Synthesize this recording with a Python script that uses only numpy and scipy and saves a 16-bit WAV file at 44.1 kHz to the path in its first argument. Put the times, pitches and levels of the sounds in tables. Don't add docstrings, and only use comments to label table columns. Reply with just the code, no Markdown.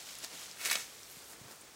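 import sys
import numpy as np
from scipy import signal
from scipy.io import wavfile

SR = 44100
rng = np.random.default_rng(int(sys.argv[2]) if len(sys.argv) > 2 else 0)


def dump(signal):
    limited = np.clip(np.atleast_2d(signal).T, -1, 1)
    pcm = np.round(limited * 32767).astype(np.int16)
    wavfile.write(sys.argv[1], SR, pcm)


N = 77175
T = np.arange(N) / SR


def amp(db):
    return 10 ** (np.asarray(db) / 20)


def evened(x):
    return x / np.sqrt(np.mean(x ** 2) + 1e-20)


def unit(x):
    return x / (np.linalg.norm(x) + 1e-12)


def add(mix, s, sound):
    part = mix[max(round(s * SR), 0):][:len(sound)]
    part += sound[:len(part)]


def level(curve):
    s, db = np.transpose(curve)
    return amp(np.interp(T, s, db)) * (T > s[0] - .05) * (T < s[-1] + .05)


def colour(x, points, size=4096):
    hz, db = np.transpose(points)
    log_hz = np.log(abs(np.fft.fftfreq(size, 1 / SR)) + 1)
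    log_gain = np.log(amp(np.interp(log_hz, np.log(hz), db)))
    response = np.exp(np.conj(signal.hilbert(log_gain)))
    taps = np.fft.ifft(response).real[:size // 2]
    return signal.fftconvolve(x, unit(taps))[:len(x)]


def crackle(per_s, spread_db, count=N):
    size = amp(spread_db * np.minimum(rng.exponential(1, count), 5))
    return evened(size * rng.choice([-1., 1.], count) * (rng.random(count) < per_s / SR))


def band(x, hz, octaves):
    edges = np.clip([hz / 2 ** octaves, hz * 2 ** octaves], 20, [SR * .45, SR * .49])
    return signal.lfilter(*signal.butter(1, edges, "band", fs=SR), x)


# f/Hz, level/dB
AIR_TONE = [(30, -28), (42, -18), (50, 3), (80, -3), (134, 0), (200, -3), (450, 1), (800, -2.5),
            (2100, -3.5), (3000, -7.5), (8300, -5), (12000, -17.5), (16000, -9)]
def air(db=-56):
    return amp(db) * evened(colour(rng.standard_normal(N), AIR_TONE, size=8192))


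# t/s, level/dB, half length/s
BOOT_SCUFFS = [(0.247, -54.5, 0.01), (0.335, -56, 0.023), (1.22, -63, 0.048), (1.337, -58, 0.029),
               (1.433, -61, 0.037), (1.515, -58, 0.033), (1.645, -64.5, .06)]
# f/Hz, level/dB
SCUFF_TONE = [(60, -31), (130, -6), (300, 0.5), (600, -1.5), (1500, -4), (4000, -20), (16000, -27)]
# t/s, level/dB, f/Hz
BOOT_THUDS = [(0.754, -48.5, 235), (1.168, -52, 195), (1.412, -46.5, 147), (1.452, -49.5, 140)]
def boot(rise_s=0.0033, pitch_sag=0.17):
    swells = sum(amp(db) * np.exp(-.5 * ((T - s) / half) ** 2) for s, db, half in BOOT_SCUFFS)
    out = colour(swells * crackle(per_s=4000, spread_db=2.0), SCUFF_TONE)
    age = T[:4000] / rise_s
    fade = np.exp(1 - age)
    for s, db, hz in BOOT_THUDS:
        turns = np.cumsum(hz * (1 + pitch_sag * (fade - 1))) / SR
        add(out, s, amp(db) * age * fade * np.sin(2 * np.pi * turns))
    return out


# t/s, level/dB
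LIFT_LEVELS = [(.86, -63), (.95, -63), (1.08, -60), (1.15, -57), (1.24, -61), (1.32, -52.5), (1.37, -69),
               (1.47, -65), (1.52, -59), (1.57, -68)]
# f/Hz, level/dB
SWISH_TONE = [(1500, -23), (4000, -5), (7000, 1.5), (10000, 0.5), (13000, 0.5), (16000, -5)]
def lift():
    return level(LIFT_LEVELS) * colour(crackle(per_s=11000, spread_db=3.5), SWISH_TONE)


# t/s, level/dB
RUSTLE_LEVELS = [(0, -48), (.04, -51.5), (.075, -48), (.125, -47), (.145, -51.5), (.21, -51), (.245, -45),
                 (.285, -53.5), (.34, -48), (.44, -47), (.55, -54.5), (.63, -50.5), (.8, -47.5), (.89, -54),
                 (1.06, -57), (1.17, -54.5), (1.33, -60.5), (1.38, -60), (1.47, -60.5), (1.52, -56.5),
                 (1.56, -62), (1.75, -64)]
# f/Hz, level/dB
LEAF_TONE = [(120, -11), (200, 6), (227, -23), (268, 1), (440, -10.5), (612, -2.5), (1060, -4.5),
             (3690, 0.5), (7000, -1.5), (16000, -14.5)]
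def rustle(taps_per_s=5000, pitches=14, hiss_gain=0.63):
    taps = sum(band(crackle(taps_per_s / pitches, spread_db=-1.5), hz, octaves=1300 / (hz + 1000))
               for hz in np.linspace(1000, 15000, pitches))
    hiss = hiss_gain * rng.standard_normal(N)
    return level(RUSTLE_LEVELS) * evened(colour(evened(taps) + hiss, LEAF_TONE))


# t/s, level/dB, f/Hz, half width/octaves, fade time/s
LEAF_TICKS = [(.1523, -38, 7000, 0.26, 0.002), (0.187, -36, 8700, .25, 0.0011),
              (0.229, -43, 5500, 0.28, .002), (0.513, -43, 4760, 0.36, 0.0027),
              (0.571, -45, 2800, 0.43, 0.0018), (1.032, -43, 5130, 0.13, .0015),
              (1.0995, -42.5, 7000, .4, 0.0011), (1.112, -50.5, 12800, .08, .01),
              (1.332, -46.5, 3970, 1, 0.0043), (1.513, -42, 6500, .9, .0015), (1.5215, -46, 5000, .9, .002),
              (1.5598, -48, 9000, .4, .001), (1.611, -51.5, 8500, .13, 0.01)]
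def ticks(size=3000):
    out = np.zeros(N)
    for s, db, hz, octaves, fade_s in LEAF_TICKS:
        noise = evened(band(rng.standard_normal(size), hz, octaves))
        add(out, s, amp(db) * np.exp(-T[:size] / fade_s) * noise)
    return out


# delay t/s, level/dB
WALL_ECHOES = [(.0041, -18), (.0072, -25), (0.0166, -18)]
def yard(x, tail_db=-13, fade_s=0.35, rise_s=0.013):
    t = T[:SR // 2]
    bounces = crackle(per_s=2500, spread_db=-3.5, count=len(t))
    tail = amp(tail_db) * unit(bounces * amp(-60 * t / fade_s) * np.minimum(t / rise_s, 1))
    for s, db in WALL_ECHOES:
        add(tail, s, amp(db) * np.array([.5, .5]))
    return x + signal.fftconvolve(x, tail)[:N]


def slide(at_s=0.8, half_s=0.033, db=-49.5):
    swell = np.exp(-.5 * ((T - at_s) / half_s) ** 2)
    return amp(db) * swell * evened(band(rng.standard_normal(N), hz=6200, octaves=0.21))


# f/Hz, relative level/dB, time to fade 60 dB when free/s
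BLADE_NOTES = [(1370, -1, 0.099), (1804, 2, 0.23), (2230, 1.5, .2), (2590, 2, .12), (2894, -3, .17),
               (3420, -7, 0.098), (3820, 3, 0.068), (4400, -1.5, 0.22), (5005, -17, 0.5), (5520, -0.5, 0.5),
               (6005, -8, 0.45), (6200, -2, .2), (7840, 1, .08)]
def blade(cut, damped_s=0.031, damped_db=-15, free_db=-20):
    t = T[:16384]
    damped = free = 0
    for hz, db, free_s in BLADE_NOTES:
        note = amp(db) * np.cos(2 * np.pi * hz * t)
        damped += note * amp(-60 * t / damped_s)
        free += note * amp(-60 * t / free_s)
    ring = amp(damped_db) * unit(damped) + amp(free_db) * unit(free)
    return signal.fftconvolve(cut, ring)[:N]


# t/s, relative level/dB
STROKE_LEVELS = [(.56, -62.5), (.6, -46), (.642, -41.5), (.659, -33), (.683, -38), (.722, -33), (.75, -40),
                 (.785, -43.5), (.82, -50), (.88, -71)]
# f/Hz, level/dB
TEARING_TONE = [(71, -63), (120, -27), (503, -10), (568, -13), (656, -11), (948, -14), (1290, -7.5),
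                (2190, -4), (2920, -10), (3170, -8), (4050, -8.5), (8130, -8), (16000, -15)]
def tearing(fibres_per_s=6000, hiss_gain=0.57):
    fibres = evened(crackle(fibres_per_s, spread_db=2.5) + hiss_gain * rng.standard_normal(N))
    return colour(fibres * level(STROKE_LEVELS), TEARING_TONE)


# t/s, relative level/dB, length/s, dull above f/Hz, stem f/Hz, stem level/dB
STALK_SNAPS = [(.2408, -36.5, 0.0022, 12000, 1900, -9), (0.2463, -33.5, 0.002, 12000, 4200, -5),
               (.6139, -35.5, 0.0011, 12000, 3800, -1), (.6344, -41, 0.0008, 6950, 1800, 3),
               (0.6506, -33.5, .002, 12000, 7240, 7), (.6565, -33, .008, 13000, 2560, -1.5),
               (0.6727, -36.5, 0.0054, 11000, 8100, 4), (0.6875, -37, .004, 11000, 610, 14),
               (0.6997, -33, 0.0037, 7000, 3930, 8), (0.7129, -27.5, 0.0044, 13000, 1350, 9),
               (0.7165, -33, .008, 14000, 1750, 6), (0.7286, -31, 0.0064, 15000, 1900, -2),
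               (.7368, -30, 0.0004, 8900, 5400, -2), (0.7426, -35, 0.00087, 12000, 6000, 3),
               (.7548, -23.5, .0062, 6700, 3800, -6), (0.773, -45, 0.0076, 4000, 1200, 11)]
# f/Hz, level/dB
STALK_TONE = [(100, -20), (250, -15), (700, -5), (1300, -7.5), (2100, 1.5), (3200, -4.5), (4200, -2),
              (7000, -2), (11000, -3), (16000, -4.5)]
def snaps(crack_s=0.00046, crack_share=0.18, splinters_per_s=13000, size=2048):
    out, t = np.zeros(N), T[:size]
    for s, db, length, top_hz, stem_hz, stem_db in STALK_SNAPS:
        crack = unit(rng.choice([-1., 1.], size) * np.exp(-(t / crack_s) ** 2))
        splinters = crackle(splinters_per_s, spread_db=1.5, count=size)
        spray = unit(splinters * np.exp(-(t / length) ** 2))
        burst = np.sqrt(crack_share) * crack + np.sqrt(1 - crack_share) * spray
        stem = amp(stem_db) * band(burst, stem_hz, octaves=.22)
        snap = signal.lfilter(*signal.butter(4, top_hz, fs=SR), burst + stem)
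        add(out, s, amp(db) * np.sqrt(length * SR) * snap)
    return colour(out, STALK_TONE)


def scene():
    cut = amp(-2) * (tearing() + snaps()) + slide()
    hush = air()
    mono = yard(cut + blade(cut) + ticks()) + rustle() + lift() + boot() + hush
    return np.array([mono, mono])


def record(dry, low_hz=44, high_hz=15880):
    thinned = signal.sosfilt(signal.butter(3, low_hz, "high", fs=SR, output="sos"), dry)
    treble_cut = signal.firwin(601, high_hz, window=("kaiser", 9), fs=SR)
    return signal.oaconvolve(thinned, treble_cut[None], "same")


dry = scene()
out = record(dry)
dump(out)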